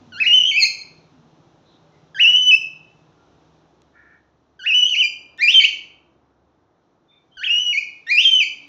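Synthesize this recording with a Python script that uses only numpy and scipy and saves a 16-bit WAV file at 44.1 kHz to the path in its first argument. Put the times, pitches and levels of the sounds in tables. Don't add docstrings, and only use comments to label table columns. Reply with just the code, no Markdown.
import sys
import numpy as np
from scipy import signal
from scipy.fft import rfft, irfft, next_fast_len
from scipy.io import wavfile
from scipy.ndimage import uniform_filter1d, minimum_filter1d, map_coordinates

SR = 44100
rng = np.random.default_rng(int(sys.argv[2]) if len(sys.argv) > 2 else 0)


def wav_record(signal):
    frames = np.transpose(np.atleast_2d(signal))
    bounded = np.clip(frames, -1, 1)
    quanta = np.round(bounded * 32767).astype(np.int16)
    wavfile.write(sys.argv[1], SR, quanta)


N = 382788

# start_s, wash_level_db, hiss_level_db
BACKGROUND_LEVELS = [(0, -58, -64.5), (1.2, -59.5, -69), (3.6, -60.5, -70.5), (4.4, -66.5, -79.5),
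                     (5.6, -60, -76), (6.3, -65.5, -81), (7.1, -66, -80), (8.68, -61.5, -65)]
# freq_hz, relative_density_db
RUMBLE_COLOUR = [(20, -24), (45, -10.5), (75, -5), (150, 0.5), (210, -3.5), (320, 3.5), (450, -5.5),
                 (800, -39.5), (2000, -120)]
AIR_COLOUR = [(200, -28), (450, -1.5), (750, -0.5), (1300, -6.5), (2000, -17.5), (3000, -36), (6000, -120)]
HISS_COLOUR = [(100, -61.5), (1200, -19.5), (2400, 1.5), (4000, 3), (4600, -4.5), (5900, -0.5), (7000, -10),
               (8200, -30.5), (10000, -37.5), (11800, -32.5), (13000, -40), (15500, -38)]
AIR_DB = -0.9
# pitch_hz, level_db, start_s, end_s
HUMS = [(97, -57.5, -1, .1), (158, -60.5, -1, 3.35), (73, -74.5, 0, 2.8), (71, -69, 3.5, 6.35)]
# start_s, level_db
ENGINE_LEVELS = [(0, -59), (3, -64.5), (4.6, -77.5), (8.68, -84.5)]
# freq_hz, width_hz, relative_level_db
EXHAUST_MODES = [(99, 30, -6), (154, 29, 2)]
# freq_hz, width_hz, relative_level_db
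CROW_THROAT = [(1407, 84, 1.5), (1758, 197, 2.5), (2267, 210, -11)]
# start_s, length_s, level_before_mix_db
CAWS = [(3.978, .04, -54), (4.084, .05, -54)]
CAW_FADE_S = 0.058
# start_s, length_s, start_hz, end_hz, level_before_mix_db, quaver_share_of_pitch
CHIRPS = [(.023, 0.057, 254, 231, -48.5, .02), (.197, 0.099, 238, 264, -49.5, 0.023),
          (.235, .07, 750, 798, -56, .02), (.564, 0.066, 779, 750, -50, 0.021),
          (1.142, 0.087, 262, 236, -51, 0.018), (1.668, 0.099, 3850, 3790, -61.5, 0.075),
          (1.838, 0.063, 570, 589, -61.5, 0.027), (1.93, 0.0595, 2087, 2000, -68.5, .04),
          (3.188, 0.068, 1400, 1376, -62.5, .02), (7.096, 0.081, 3590, 3560, -61, 0.014),
          (7.12, 0.073, 2410, 2336, -65.5, .05), (7.329, 0.044, 3120, 3300, -56, .025),
          (8.56, 0.13, 289.5, 284, -58.5, .02)]
# start_s, level_db
BUMPS = [(5.48, -55), (5.7, -53.5), (7.37, -55), (7.6, -53)]
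# start_s, level_db
TICKS = [(3.819, -50.5), (5.377, -46.5)]

# freq_hz, gain_db
OVERTONE_THROAT = [(2800, -8.5), (3700, -16), (4230, -4.5), (4500, -15), (4850, -14), (5300, -21.5),
                   (6000, -18.5), (6700, -22.5), (7300, -33), (8200, -49), (9800, -56), (11000, -40),
                   (12000, -42.5), (13200, -46.5), (15500, -50.5)]
# freq_hz, gain_db
FUNDAMENTAL_THROAT = [(1400, -20), (1850, -14.5), (2100, -10.5), (2400, -3), (2650, 0), (3170, -2),
                      (3350, -10.5), (3800, -10)]
# freq_hz, relative_density_db
RASP_COLOUR = [(600, -88.5), (1300, -45), (2100, 0), (2800, -4), (3700, -2), (4500, -11), (5500, -6.5),
               (6600, -13.5), (8400, -35.5), (10000, -43.5), (11800, -33), (15500, -44.5)]
# start_s, scoop_length_s, scoop_lowest_hz,
# scoop_final_effort_db, leap_top_hz, leap_dip_hz, leap_effort_db, leap_roughness_0_to_1
YODELS = [(.123, .077, 1385, -14, 2620, 1919, -13, 0), (2.148, .048, 1545, -9, 2974, 2655, -9.5, 0.2),
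          (4.594, .066, 1450, -14, 2900, 2513, -15, .06), (7.372, .062, 1445, -12.5, 3350, 2520, -19, 0.4)]
SCOOP_FALL, SCOOP_FROM, SCOOP_TO = .43, 1.1, 1.32
SCOOP_SWELL_DB, SCOOP_BRIGHT_DB, SCOOP_ROUGH = 8.5, -13.5, .05
LEAP_HZ, LEAP_TOP, LEAP_DIP, LEAP_BRIGHT_DB = 2498, .27, .67, -8
LEAP_ONSET_DB = -3
# start_s, effort_db
CLIMBS = [(5.385, -9.5), (8.068, -10)]
# length_share, pitch_over_whistle, added_effort_db, brightness_db, roughness_0_to_1
CLIMB_SHAPE = [(0, .576, -12, -9, .85), (.09, .576, -4.5, -13, 0.76), (.14, .605, 1.5, -7, .12),
               (.28, .773, 0, -3.5, .06), (.53, .759, -4.5, -2, .05), (.63, .853, 2.5, 3, .05),
               (.77, .986, -3.5, -1, 0.25), (.87, 1.16, -5.5, -12, .5), (.95, 1.12, 4.5, -14.5, .45)]
# time_s, pitch_hz, effort_db, roughness_0_to_1
WHISTLES = [
    [(.27, 2887, -12, 0), (.32, 2830, -11, 0.1), (.342, 3063, -6.5, 0), (.4, 2994, -11.5, .07),
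     (.425, 2830, -17, 0.48), (.45, 2987, -15.5, 0.5), (.49, 3246, -16.5, .35), (.511, 3030, -14.5, .3)],
    [(2.28, 2935, -8.5, .05), (2.355, 2934, -13, .05), (2.365, 3025, -11.5, .05), (2.44, 3000, -14.5, .04),
     (2.508, 2986, -9.5, .04)],
    [(4.745, 2965, -11.5, 0), (4.79, 2979, -9.5, 0.01), (4.842, 2931, -14, 0.05), (4.88, 3200, -22.5, .3),
     (4.903, 2990, -25, .8), (4.915, 3000, -18.5, .1), (4.942, 2790, -17.5, .2), (4.955, 2151, -17.5, .3),
     (4.974, 2873, -18.5, .1), (5.008, 3072, -11, .05)],
    [(5.546, 3130, -6.5, 0.14), (5.57, 3143, -7.5, .05), (5.598, 3042, -3.5, .05)],
    [(7.505, 2790, -13, .07), (7.53, 2859, -17.5, .05), (7.585, 2895, -15, .06), (7.595, 3019, -19.5, .08),
     (7.63, 2967, -22, .12), (7.67, 2904, -19.5, .1), (7.726, 2879, -20.5, 0.1)],
    [(8.254, 3160, -7.5, .04), (8.31, 3130, -13.5, .05), (8.349, 3050, -10.5, .05),
     (8.401, 2960, -14.5, .05)],
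]
WHISTLE_BRIGHT_DB, PURITY = -13.5, 0.67
# start_s, fall_s, rise_s, first_hz, turning_hz, last_hz,
# mid_effort_db, brightness_db, roughness_0_to_1
CLOSINGS = [(.517, .015, .055, 2280, 2205, 2688, -14, -6.5, .06),
            (0.596, .04, .024, 2467, 2099, 2641, -13.5, 11, 0),
            (2.512, .018, .022, 2646, 2556, 2707, -7.5, -6, .04),
            (5.034, .012, .012, 2387, 2405, 2377, -13.5, 1, 0.07),
            (5.601, .029, 0.026, 2321, 2234, 3080, -9.5, -2.5, 0.5),
            (7.732, .02, .037, 2302, 2166, 2543, -13, -10, 0),
            (8.404, .032, .002, 2680, 2291, 2164, -10, -4, .08)]
CLOSING_SWELL_DB = 4.5
BEND = 1.6
GLIDE_OCT_PER_S, GLIDE_DULL_DB, GLIDE_ROUGH = 13, 6.5, 0.12

# freq_hz, t60_s
ROOM_RING = [(1500, 0.56), (3000, 0.48), (6000, .44), (12000, .35)]
# freq_hz, gain_db
DIRECT_PATH = [(1500, -3.5), (3200, 0.5), (4500, -3.5), (6000, -5.5), (12000, -3)]
REFLECTED_PATH = [(1500, -7), (3200, -7.5), (4500, -5), (6000, -0.5), (12000, -2)]
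TOP_HZ = 15550


def amp(db):
    return 10 ** (np.asarray(db) / 20)


def unit(x):
    return x / np.sqrt(np.mean(x ** 2) + 1e-20)


def along(table, hz):
    f, v = np.transpose(table)
    return np.interp(np.log(hz + 1), np.log(f), v)


def curves(rows, t):
    s, *cols = np.transpose(rows)
    return [np.interp(t, np.sort(s), c) for c in cols]


def wobble(rate, size):
    knots = rng.standard_normal(int(size * rate / SR) + 4)
    return map_coordinates(knots, [np.arange(size) * rate / SR])


def filtered(x, response):
    m = next_fast_len(N + SR // 2)
    return irfft(rfft(x, m) * response(np.fft.rfftfreq(m, 1 / SR)), m)[:N]


def noise(colour):
    return unit(filtered(rng.standard_normal(N), lambda hz: amp(along(colour, hz))))


def gate(t, start, end, fade):
    inside = np.minimum(t - start, end - t)
    return np.sin(np.pi / 2 * np.clip(inside / fade + 1, 0, 1)) ** 2


def background(t):
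    wash_db, hiss_db = curves(BACKGROUND_LEVELS, t)
    rumble = amp(wash_db + .8 * wobble(8.4, N)) * noise(RUMBLE_COLOUR)
    air = amp(wash_db + AIR_DB) * noise(AIR_COLOUR)
    hiss = amp(hiss_db + .7 * wobble(7, N)) * noise(HISS_COLOUR)
    return rumble + air + hiss


def hums(t):
    out = np.zeros(N)
    for hz, db, start, end in HUMS:
        level = amp(db + 1.5 * wobble(7, N)) * gate(t, start, end, 0.65)
        out += level * np.sin(2 * np.pi * hz * t + .9 * wobble(9, N))
    return out


def exhaust(f):
    response = 0
    for k, (hz, width, db) in enumerate(EXHAUST_MODES):
        response = response + (-1) ** k * amp(db) * 1j * f * width / (hz * hz - f * f + 1j * f * width)
    return response


def engine(t, scatter_db=1.15):
    firing_hz = 14.2 * (1 + .015 * wobble(3, N))
    turns = np.floor(np.cumsum(firing_hz) / SR)
    firings = np.diff(turns, prepend=0) * amp(scatter_db * wobble(33, N))
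    muffled = filtered(firings, lambda f: exhaust(f) / (1 + (f / 300) ** 4))
    return amp(curves(ENGINE_LEVELS, t)[0]) * unit(muffled)


def crow(t):
    def throat(f):
        return sum(amp(db) / (1 + (2 * (f - hz) / width) ** 2) for hz, width, db in CROW_THROAT)

    caws = sum(amp(db) * gate(t, s, s + length, CAW_FADE_S) for s, length, db in CAWS)
    return caws * unit(filtered(rng.standard_normal(N), throat))


def chirps(t):
    out = np.zeros(N)
    unsteady = wobble(500, N)
    for s, length, start_hz, end_hz, db, quaver in CHIRPS:
        pitch = np.interp(t, [s, s + length], [start_hz, end_hz]) * (1 + quaver * unsteady)
        out += amp(db) * gate(t, s, s + length, .02) * np.sin(2 * np.pi * np.cumsum(pitch) / SR)
    return out


def bumps(t, desk_hz=55, t60=0.17):
    ages = [(np.maximum(t - s, 0), db) for s, db in BUMPS]
    return sum(amp(db - 60 * age / t60) * np.sin(2 * np.pi * desk_hz * age) for age, db in ages)


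def ticks(t, t60=0.0104):
    strength = sum(amp(db - 60 * np.abs(t - s) / t60) * (t >= s) for s, db in TICKS)
    colour = [(1500, -21), (2700, 1.0), (4500, -8.0), (7000, -2.5), (8500, -33.0), (14000, -49.5)]
    return strength * noise(colour)


def swoop(start, fall, rise, first, turn, last, count=6):
    u = np.arange(-count, count + 1) / count
    s = start + fall + u * np.where(u < 0, fall, rise)
    pitch = turn + (np.where(u < 0, first, last) - turn) * np.abs(u) ** BEND
    return s, pitch


def points(*columns):
    return np.column_stack(np.broadcast_arrays(*columns))


def yodel(row, end, landing):
    start, length, lowest, scoop_db, top, dip, leap_db, rough = row
    fall, rise = SCOOP_FALL * length, (1 - SCOOP_FALL) * length
    s, pitch = swoop(start, fall, rise, SCOOP_FROM * lowest, lowest, SCOOP_TO * lowest)
    swell_db = np.linspace(-SCOOP_SWELL_DB, 0, len(s))
    scoop = points(s, pitch, scoop_db + swell_db, SCOOP_BRIGHT_DB, SCOOP_ROUGH)

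    flip = s[-1] + .003
    span, between = end - flip, (LEAP_DIP - LEAP_TOP) / 2
    middle = (top + dip) / 2
    arch = swoop(flip, LEAP_TOP * span, between * span, LEAP_HZ, top, middle)
    sag = swoop(arch[0][-1], between * span, (1 - LEAP_DIP) * span, middle, dip, landing)
    s, pitch = np.hstack([arch, sag])[:, :-2]
    effort_db = leap_db + np.interp(s, [flip, flip + LEAP_TOP * span], [LEAP_ONSET_DB, 0])
    return np.vstack([scoop, points(s, pitch, effort_db, LEAP_BRIGHT_DB, rough)])


def climb(row, end, landing):
    start, effort_db = row
    share, pitch, push_db, bright_db, rough = np.transpose(CLIMB_SHAPE)
    return points(start + (end - start) * share, landing * pitch, effort_db + push_db, bright_db, rough)


def closing(row):
    *shape, effort_db, bright_db, rough = row
    s, pitch = swoop(*shape)
    swell_db = CLOSING_SWELL_DB * np.linspace(-.5, .5, len(s))
    return points(s, pitch, effort_db + swell_db, bright_db, rough)


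def calls():
    openings = [(row, yodel) for row in YODELS] + [(row, climb) for row in CLIMBS]
    openings.sort(key=lambda pair: pair[0][0])
    out = []
    for (row, opening), held in zip(openings, WHISTLES):
        s, pitch, effort_db, rough = np.transpose(held)
        start = opening(row, s[0], pitch[0])
        middle = points(s, pitch, effort_db, WHISTLE_BRIGHT_DB - PURITY * effort_db, rough)
        ends = [closing(note) for note in CLOSINGS if abs(note[0] - s[-1]) < .25]
        out.append(np.vstack([start, middle, *ends]))
    return out


def whistle(call, waver=.002, jitter=.03, shimmer_db=4, split_db=-10, rolloff_db=-3, pressing=0.069,
            flutter_db=2, attack=.003, release=.011):
    start, end = call[0][0], call[-1][0]
    n = np.arange(int((start - .03) * SR), int((end + .03) * SR))
    t, size = n / SR, len(n)
    pitch, effort_db, bright_db, rough = curves(call, t)
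    level_db = effort_db + along(FUNDAMENTAL_THROAT, pitch)
    overtone_db = effort_db + bright_db

    octaves_per_s = uniform_filter1d(np.abs(np.gradient(np.log2(pitch))) * SR, size=200)
    gliding = np.tanh((octaves_per_s / GLIDE_OCT_PER_S) ** 2)
    overtone_db = overtone_db - GLIDE_DULL_DB * gliding
    rough = np.clip(rough + GLIDE_ROUGH * gliding, 0, 1)
    level_db, overtone_db = uniform_filter1d([level_db, overtone_db], size=130)

    pitch = pitch * (1 + waver * wobble(260, size) + jitter * rough * wobble(1100, size))
    phase = 2 * np.pi * np.cumsum(pitch) / SR
    tone = amp(level_db) * np.sin(phase)
    slope_db = rolloff_db + pressing * np.maximum(overtone_db + 16, 0)
    for k in range(2, 11):
        partial_db = overtone_db + along(OVERTONE_THROAT, k * pitch) + slope_db * (k - 2)
        tone += amp(partial_db + flutter_db * wobble(400, size)) * np.sin(k * phase)

    doubling = np.clip(2 * rough - 1, 0, 1)
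    tone += amp(level_db + split_db) * doubling * np.sin(3 * phase / 2)

    edges = gate(t, start, np.inf, attack) * gate(t, 0, end - release / 2, release)
    shimmer = amp(shimmer_db * rough * wobble(700, size))
    out = np.zeros(N)
    out[n] = np.sqrt(2) * tone * shimmer * edges
    return out


def cockatiel(rasp_db=-40):
    voice = sum(whistle(call) for call in calls())
    strength = np.sqrt(np.abs(uniform_filter1d(voice ** 2, size=256)))
    return voice + amp(rasp_db) * strength * noise(RASP_COLOUR)


def room(x, gap=.004, early_db=3, early_time=0.022):
    starts = [0] + [int((call[0][0] - .03) * SR) for call in calls()[1:]] + [N]
    out = np.zeros(N + 2 * SR)
    for a, b in zip(starts, starts[1:]):
        hz, t, z = signal.stft(rng.standard_normal(SR * 3 // 4), SR, nperseg=256)
        decay_db = early_db * np.exp(-t / early_time) - 60 * t / along(ROOM_RING, hz)[:, None]
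        tail = signal.istft(z * amp(decay_db), SR, nperseg=256)[1]
        tail = np.pad(tail / np.linalg.norm(tail), (int(gap * SR), 0))
        wet = signal.fftconvolve(x[a:b], tail)
        out[a:a + len(wet)] += wet
    return out[:N]


def scene():
    t = np.arange(N) / SR
    bird = cockatiel()
    far = crow(t) + chirps(t)
    direct = filtered(bird, lambda hz: amp(along(DIRECT_PATH, hz)))
    reflected = filtered(room(bird), lambda hz: amp(along(REFLECTED_PATH, hz)))
    outside = amp(-0.5) * far + amp(-5.0) * room(far) + engine(t)
    behind = background(t) + hums(t) + bumps(t) + ticks(t)
    return (direct + reflected + outside + behind)[None]


def record(dry):
    ceiling = .8
    needed = np.minimum(1, ceiling / (np.abs(dry[0]) + 1e-9))
    gain = uniform_filter1d(minimum_filter1d(needed, size=300), size=300)
    return filtered(dry[0] * gain, lambda hz: hz < TOP_HZ)[None]


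dry = scene()
out = record(dry)
wav_record(out)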